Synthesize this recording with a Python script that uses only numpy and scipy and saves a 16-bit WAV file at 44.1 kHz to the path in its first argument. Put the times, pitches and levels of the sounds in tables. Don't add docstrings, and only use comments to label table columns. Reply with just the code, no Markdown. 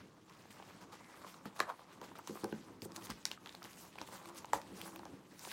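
import sys
import numpy as np
from scipy import signal
from scipy.fft import rfft, irfft, next_fast_len
from scipy.io import wavfile
from scipy.ndimage import uniform_filter1d, map_coordinates

SR = 44100
rng = np.random.default_rng(int(sys.argv[2]) if len(sys.argv) > 2 else 0)


def wav_out(sig):
    wavfile.write(sys.argv[1], SR, np.round(np.clip(np.atleast_2d(sig).T, -1, 1) * 32767).astype(np.int16))


def volts(x):
    e = np.asarray(x, float) / 20
    return 10 ** e


N = 243557

# (time [s], drag on the desk [dB], card in the pocket [dB])
RUBBING_LEVELS = [(0.0, -60, -64.5), (0.28, -63, -64.5), (0.49, -64, -65.5), (0.81, -62.5, -63),
                  (1.25, -63, -63.5), (1.42, -66, -62.5), (1.66, -67, -62), (1.695, -73, -43),
                  (1.76, -72, -63.5), (1.99, -61, -62.5), (2.1, -61, -63.5), (2.35, -61.5, -67),
                  (2.61, -60, -64.5), (3.01, -56.5, -62), (3.15, -61, -68.5), (3.3, -68, -70),
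                  (3.42, -63, -66.5), (3.78, -62.5, -65), (4.0, -59.5, -66.5), (4.29, -64, -59),
                  (4.67, -58, -70), (4.92, -59.5, -61), (5.16, -59, -65.5), (5.52, -69, -67.5)]
# (time [s], scrape level [dB])
CREEP_LEVELS = [(0.0, -80), (0.26, -75.5), (0.32, -69.5), (0.75, -67), (0.88, -75.5), (1.05, -69),
                (1.25, -65.5), (1.41, -73.5), (1.8, -69.5), (2.0, -81), (2.55, -65.5), (2.76, -76.5),
                (3.2, -65.5), (3.4, -93), (3.6, -71), (4.2, -70), (4.65, -68), (5.25, -75.5), (5.52, -58)]
# (peak time [s], rise [s], fall [s], coarse scrape [dB], fine fizz [dB])
SHEET_STROKES = [(0.0, 0.032, 0.14, -65, -90), (0.506, 0.0054, 0.054, -62, -62.5),
                 (0.814, 0.02, 0.061, -63, -70), (0.925, 0.012, 0.13, -60, -69),
                 (1.3, 0.097, 0.1, -65.5, -63.5), (1.463, 0.032, 0.075, -62, -72),
                 (1.565, 0.018, 0.046, -57.5, -64), (1.604, 0.022, 0.032, -45.5, -54),
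                 (1.93, 0.061, 0.086, -66, -73), (2.042, 0.047, 0.17, -61, -68.5),
                 (2.155, 0.004, 0.096, -60.5, -70), (2.283, 0.064, 0.1, -59, -67),
                 (2.35, 0.11, 0.16, -66.5, -60.5), (2.822, .003, 0.031, -55, -58),
                 (2.851, 0.032, 0.014, -61, -52.5), (2.955, 0.028, 0.091, -66.5, -62),
                 (3.055, 0.049, 0.034, -58, -54.5), (3.112, 0.047, 0.03, -52.5, -63),
                 (3.264, 0.016, 0.057, -55.5, -58), (3.329, 0.069, 0.044, -56.5, -67),
                 (3.488, 0.17, 0.27, -64.5, -70.5), (3.656, 0.039, 0.053, -60, -64),
                 (3.705, 0.026, 0.083, -65.5, -60), (3.803, 0.09, 0.14, -63.5, -59),
                 (4.02, 0.12, 0.045, -59, -72), (4.075, 0.044, 0.076, -59.5, -61),
                 (4.129, 0.051, 0.13, -57, -58), (4.278, 0.079, 0.072, -66.5, -68),
                 (4.381, 0.04, 0.035, -59.5, -56), (4.538, 0.0094, 0.049, -43.5, -50),
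                 (4.77, 0.044, 0.35, -62, -63), (4.869, 0.17, 0.11, -63, -58.5),
                 (5.43, 0.035, 0.24, -60.5, -61), (5.52, 0.16, 0.29, -63, -52)]
# (frequency [Hz], width [Hz], level [dB])
DRAG_RESONANCES = [(102, 49, -4), (189, 12.2, 5), (275, 48, -1), (331.6, 20.7, 2.5), (404, 120, -6.5)]
# (frequency [Hz], width [Hz], level [dB])
POCKET_RESONANCES = [(538, 137, 3.5), (840, 272, 7), (1100, 410, 6.5), (1680, 690, -12)]
# (frequency [Hz], density [dB per Hz])
PAPER_SPECTRUM = [(880, -35), (1500, 4), (2630, 2), (3810, 0.5), (6620, 0), (7850, -1.5), (14800, -8.5),
                  (16000, -7), (16500, -68)]
# (time [s], peak [dB], centre [Hz], edge relative to body [dB])
CREASE_SNAPS = [(0.297, -42, 4570, -5), (0.626, -43.5, 3400, -15), (1.342, -43, 4500, -8),
                (1.4562, -39.5, 2940, 0.5), (1.593, -35, 6200, -17), (1.6024, -21.5, 5400, -17),
                (2.0148, -39, 4620, -3), (2.1537, -49, 4430, -5), (2.187, -37, 2530, 4),
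                (2.274, -28.5, 8000, -3.5), (2.28, -36, 2770, 0), (2.443, -27, 5970, -34),
                (2.5252, -36, 2000, -10), (2.82, -31, 4800, -6), (2.92, -40, 5850, -27),
                (2.947, -45, 5030, -12), (2.96, -36, 6100, -22), (2.9629, -27, 7000, -26),
                (2.9679, -33.5, 6600, -30), (3.023, -41.5, 2590, -10), (3.07, -36, 2520, -12),
                (3.102, -28.5, 5730, -2), (3.108, -32.5, 5450, -24), (3.254, -15, 4900, -36),
                (3.3147, -27, 3560, -11), (3.46, -33, 3140, -11), (3.473, -35, 3130, -21),
                (3.493, -34.5, 2840, -24), (3.5258, -43, 5000, -11), (3.55, -34, 4160, -7.5),
                (3.629, -35.5, 5630, -2.5), (3.6416, -36, 5800, -13), (3.648, -37, 3500, -2),
                (3.658, -43, 4500, -14), (3.732, -42, 4500, -15), (3.956, -40, 2440, -31),
                (3.986, -32, 2400, -14), (4.015, -31.5, 4820, -11), (4.257, -36, 3200, -7),
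                (4.289, -39.5, 5700, -31), (4.296, -43, 7300, -16), (4.348, -45, 7500, -10),
                (4.371, -41, 8500, -8), (4.3775, -41, 7000, -15), (4.386, -36, 8500, -10),
                (4.3905, -42, 7000, -13), (4.4462, -38, 3180, -18), (4.456, -41, 6530, -3),
                (4.533, -23.5, 6340, -20), (4.616, -36.5, 2880, -7), (4.815, -28.5, 3520, -1.5),
                (4.96, -33, 2950, 1), (4.9925, -41.5, 4680, -42), (5.0536, -41, 4940, -25),
                (5.3937, -35, 5200, -0.5), (5.45, -33, 4140, -20), (5.515, -31, 3000, -14)]
# (time [s], peak [dB], air resonance [Hz])
POCKET_POPS = [(0.454, -47.5, 810), (0.599, -41, 820), (0.624, -45, 740), (1.01, -51, 770),
               (1.141, -46.5, 1210), (1.239, -45, 1170), (1.2455, -38.5, 1040), (1.342, -45, 1150),
               (1.455, -37.5, 1240), (1.561, -46, 1100), (1.593, -32, 1020), (1.602, -21, 1680),
               (1.603, -18, 1077), (1.684, -39, 1050), (1.793, -44, 1030), (2.015, -38.5, 944),
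               (2.116, -44.5, 900), (2.154, -43, 1250), (2.19, -39, 890), (2.195, -43, 1250),
               (2.274, -40, 960), (2.2945, -43, 960), (2.355, -39.5, 1150), (2.363, -45, 1010),
               (2.372, -40, 1100), (2.435, -37.5, 840), (2.444, -28.5, 807), (2.5255, -38, 1500),
               (2.962, -44, 1170), (3.101, -36.5, 1080), (3.255, -38.5, 1440), (3.314, -47, 1030),
               (3.375, -45, 1230), (3.461, -46, 1290), (3.546, -44, 790), (3.621, -41, 1250),
               (3.956, -43, 800), (3.982, -41.5, 850), (4.014, -34.5, 964), (4.087, -42, 900),
               (4.135, -42.5, 930), (4.256, -41, 1100), (4.445, -35.5, 900), (4.532, -31, 1834),
               (4.533, -16, 874), (4.961, -42, 1080), (4.994, -40, 840), (5.032, -42, 933),
               (5.055, -41.5, 800), (5.064, -43.5, 840), (5.452, -42, 900), (5.473, -43, 720),
               (5.516, -41, 1560)]
# (time [s], peak of the front [dB], softness [ms], thud [Hz])
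DESK_BUMPS = [(.318, -58, 1.7, 197), (.746, -52.5, 1.4, 198), (1.247, -48.5, .6, 410),
              (1.457, -40, 1.9, 236), (1.602, -36.5, 0.55, 330), (2.016, -43, 0.72, 434),
              (2.111, -51, 2.2, 310), (2.295, -36.5, 0.95, 310), (2.306, -44, 1, 280),
              (2.355, -44, 0.72, 397), (2.4357, -33, 1, 293), (2.445, -30.5, 0.28, 320),
              (2.526, -33, 2.1, 304), (2.824, -40.5, 3.3, 280), (2.831, -41.5, 4, 160),
              (2.856, -40, 0.85, 345), (3.096, -42, 9.5, 216), (4.014, -46, 0.75, 310),
              (4.532, -46, 2, 295), (4.553, -40, 0.83, 300), (4.72, -47, 1.1, 307), (4.831, -46.5, .5, 423),
              (5.47, -47.5, 0.4, 358)]
# (frequency [Hz], relative level [dB], nominal t60 [s])
DESK_MODES = [(111, -3.5, 0.13), (171.7, 9, 0.075), (205.2, 7, 0.14), (280, 17.5, 0.016), (347, 6.5, 0.086),
              (466, 7.5, 0.088), (538, 3.5, 0.2), (820, 1, 0.099)]
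# (middle time [s], length [s], mean rms level [dB], frequency [Hz], pitch spread [Hz])
SINGING_RUBS = [(1.098, 0.24, -69, 2040, 190), (2.934, 0.2, -59, 335, 6.7), (3.606, 0.16, -65, 339, 11.3),
                (4.31, 0.17, -61.5, 337, 14.6), (4.922, 0.32, -58.5, 333.7, 12)]
# (time [s], peak [dB], frequency [Hz])
SHEET_FANS = [(2.86, -71, 52), (3.099, -49, 55), (4.542, -53, 62)]
# (frequency [Hz], t60 [s])
ROOM_DECAY = [(150, 0.46), (1000, 0.24), (4000, 0.17), (12000, 0.15)]
# (frequency [Hz], density [dB per Hz])
AIR_SPECTRUM = [(15, -65), (25, 6), (80, -1), (182, 11.5), (238, 2.5), (304, 6), (617, -15), (952, -13),
                (1830, -21), (3810, -39), (4360, -26), (14800, -67), (16500, -86)]

CREEP_FIZZ_DB = -8
STROKE_FADE_DB = 20
CARD_FOLLOWS, DRAG_FOLLOWS = 0.7, 0.23
POP_T60_S = 0.016
RATTLE_DB, RATTLE_T60_S = -20.5, 0.18
SMALL_POP_DB, SMALL_POP_HZ = 5, 1050
FRONT_HZ, FRONT_S, FRONT_T60_S = 900, 0.00097, 0.025
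RING_DB = -4.5
AIR_DB = -67


def rubbing():
    drag_db, card_db = curves(RUBBING_LEVELS)
    scrape_gain, fizz_gain = sliding()
    hand_db = 1.97 * wobble(45)
    drag = unit(filtered(gritty(grit_db=-0.5), resonant(DRAG_RESONANCES)))
    card = unit(filtered(gritty(grit_db=5.0), resonant(POCKET_RESONANCES)))

    contact = patchy(gritty(grit_db=2.5), patchy_db=2.5)
    sheet = filtered(contact, lambda hz: volts(along(PAPER_SPECTRUM, hz)))
    fizz = filtered(sheet, lambda hz: 1 / (1 + (6500 / (hz + 1)) ** 4))
    scrape = unit(sheet - fizz) + 0.6 * crackle(count=2200)
    hiss = fizz_gain * unit(fizz) + scrape_gain * scrape

    stroke = scrape_gain / np.median(scrape_gain)
    drag = drag * stroke ** DRAG_FOLLOWS
    card = card * stroke ** CARD_FOLLOWS
    drag_gain = volts(drag_db + 0.68 * hand_db + 2.15 * wobble(20))
    card_gain = volts(card_db + hand_db + 2.3 * wobble(23.795))
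    return drag_gain * drag + card_gain * card + volts(0.31 * hand_db) * hiss


def sliding():
    creep_db, = curves(CREEP_LEVELS)
    t = np.arange(N) / SR
    power = volts([creep_db, creep_db + CREEP_FIZZ_DB]) ** 2
    for s, rise, fall, *levels_db in SHEET_STROKES:
        shape_db = -STROKE_FADE_DB * np.maximum((s - t) / rise, (t - s) / fall)
        power = power + volts(np.add.outer(levels_db, shape_db)) ** 2
    return np.sqrt(power)


def gritty(grit_db):
    slips = unit(uniform_filter1d(rng.standard_normal(N), size=24))
    return unit(rng.standard_normal(N) * volts(grit_db * np.clip(slips, -3, 2)))


def patchy(x, patchy_db):
    z = signal.stft(x, nperseg=256)[2]
    field = uniform_filter1d(rng.standard_normal(z.shape), size=12, axis=0)
    field = uniform_filter1d(field, size=10, axis=1)
    return signal.istft(z * volts(patchy_db * unit(field)), nperseg=256)[1][:N]


def crackle(count):
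    place, pitch, size = rng.random((count, 3)).T
    t = np.arange(SR // 300) / SR
    hz = (1500 * 6 ** pitch)[:, None]
    gain = volts(-3.9 * np.log(size + 0.01))[:, None]
    grains = gain * ring(t, hz, 6 / hz)
    at = (place * N).astype(int)[:, None] + np.arange(len(t))
    return unit(np.bincount(at.ravel(), grains.ravel(), N)[:N])


def singing():
    t = np.arange(N) / SR
    out = np.zeros(N)
    for s, length, db, hz, width in SINGING_RUBS:
        swell = np.exp(-(2 * (t - s) / length) ** 4)
        level = volts(db + 2.5 * wobble(30))
        cycles = np.cumsum(hz + width * wobble(2 * width)) / SR
        out += level * swell * np.sqrt(2) * np.sin(2 * np.pi * cycles)
    return out


def snaps():
    out, t = np.zeros(N + SR), np.arange(SR // 50) / SR
    for s, db, hz, edge_db in CREASE_SNAPS:
        jerks = rng.standard_normal(len(t)) * volts(-60 * t / 0.0065)
        jerks[0] = 4
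        sheet = ring(t[:SR // 400], hz, 3.94 / hz)
        body = np.convolve(jerks, sheet)[:len(t)]
        edge = np.diff(jerks, prepend=0)
        add(out, s, unit(body) + volts(edge_db) * unit(edge), db)
    return out[:N]


def pops():
    out, t = np.zeros(N + SR), np.arange(SR // 10) / SR
    for s, db, hz in [*POCKET_POPS, *small_pops(count=40)]:
        bent = t + 0.00064 * (1 - np.exp(-t / 0.00054))
        low = volts(rng.normal(-1.5, 2.1)) * ring(bent, 0.567 * hz, 0.62 * POP_T60_S)
        high = 0.074 * ring(bent, 1.9 * hz, 1.5 * POP_T60_S)
        pushed_air = ring(bent, hz, POP_T60_S) + low + high
        add(out, s, pushed_air * (1 - np.exp(-t / 0.0013)), db)

        shakes = rng.standard_normal(len(t)) ** 3
        shakes = shakes * volts(-60 * t / RATTLE_T60_S) * (1 - np.exp(-t / 0.008))
        rattle = np.convolve(shakes, ring(t[:SR // 200], hz, 2.5 / hz))[:len(t)]
        add(out, s, rattle, db + RATTLE_DB)
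    return out[:N]


def small_pops(count):
    place, size, pitch = rng.random((count, 3)).T
    card_db = curves(RUBBING_LEVELS)[1][(place * N).astype(int)]
    peak_db = np.minimum(card_db, -60) + SMALL_POP_DB - 8 * size
    return np.transpose([place * N / SR, peak_db, SMALL_POP_HZ * 1.6 ** (pitch - 0.5)])


def bumps():
    out, t = np.zeros(N + SR), np.arange(SR // 3) / SR
    for s, db, soft_ms, thud_hz in DESK_BUMPS:
        wood = np.zeros(len(t))
        scatter = rng.normal(0, 2.5, len(DESK_MODES))
        for (hz, level_db, t60), d in zip(DESK_MODES, scatter):
            strength = volts(level_db + d) / (1 + (hz * soft_ms / 500) ** 2)
            wood += strength * ring(t, hz * (1 + d / 100), t60) * (1 - np.exp(-t * hz / 1.84))
        cycles = thud_hz * t + FRONT_HZ * FRONT_S * (1 - np.exp(-t / FRONT_S))
        front = np.sin(2 * np.pi * cycles) * volts(-60 * t / FRONT_T60_S)
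        front = front * (1 - np.exp(-t / 0.0014)) ** 2
        add(out, s, front, db)
        add(out, s, wood * (1 + volts(-60 * t / 0.2)), db + RING_DB)
    return out[:N]


def fans():
    out, t = np.zeros(N + SR), np.arange(SR // 4) / SR
    for s, db, hz in SHEET_FANS:
        add(out, s, ring(t, hz, 0.1) * (1 - np.exp(-t / 0.021)) ** 2, db)
    return out[:N]


def room(x):
    out, step = np.zeros(N + 2 * SR), SR // 5
    for at in range(0, N, step):
        hz, t, z = signal.stft(rng.standard_normal(SR // 3), SR, nperseg=256)
        decay = volts(-60 * t / along(ROOM_DECAY, hz)[:, None])
        tail = signal.istft(z * decay, SR, nperseg=256)[1]
        wet = signal.fftconvolve(x[at:at + step], tail / np.linalg.norm(tail))
        out[at + round(0.007 * SR):][:len(wet)] += wet
    return out[:N]


def air():
    noise = filtered(rng.standard_normal(N), lambda hz: volts(along(AIR_SPECTRUM, hz)))
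    return volts(AIR_DB) * unit(noise)


def unit(x):
    return x / np.sqrt(np.mean(x ** 2) + 1e-20)


def along(points, hz):
    f, v = np.transpose(points)
    return np.interp(np.log(hz + 1), np.log(f + 1), v)


def curves(rows):
    s, *cols = np.transpose(rows)
    return [np.interp(np.arange(N) / SR, s, c) for c in cols]


def wobble(rate):
    knots = rng.standard_normal(int(N * rate / SR) + 4)
    return map_coordinates(knots, [np.arange(N) * rate / SR])


def filtered(x, response):
    m = next_fast_len(N + SR // 2)
    return irfft(rfft(x, m) * response(np.fft.rfftfreq(m, 1 / SR)), m)[:N]


def resonant(modes):
    def response(f):
        total = 0
        for k, (centre, width, db) in enumerate(modes):
            damping = 1j * f * width
            total = total + (-1) ** k * volts(db) * damping / (centre * centre - f * f + damping)
        return total
    return response


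def ring(t, hz, t60):
    return volts(-60 * t / t60) * np.sin(2 * np.pi * hz * t)


def add(out, s, sound, db):
    out[round(s * SR):][:len(sound)] += volts(db) * sound / np.abs(sound).max()


def scene():
    ticks = filtered(snaps(), lambda hz: (1j * hz / (700 + 1j * hz)) ** 2)
    knocks = filtered(pops(), lambda hz: 1j * hz / (250 + 1j * hz)) + bumps()
    rub = rubbing() + singing()
    reflected = room(volts(-13.5) * ticks + volts(-12.5) * knocks + volts(-19.5) * rub)
    return (rub + ticks + knocks + fans() + reflected + air())[None]


def band_limit(x):
    return signal.sosfilt(signal.butter(12, 16800, fs=SR, output="sos"), x)


def record(dry):
    heard = filtered(dry[0], lambda hz: (1j * hz / (42 + 1j * hz)) ** 3 / (1 + (hz / 16200) ** 30))
    return band_limit(heard[None])


dry = scene()
out = record(dry)
wav_out(out)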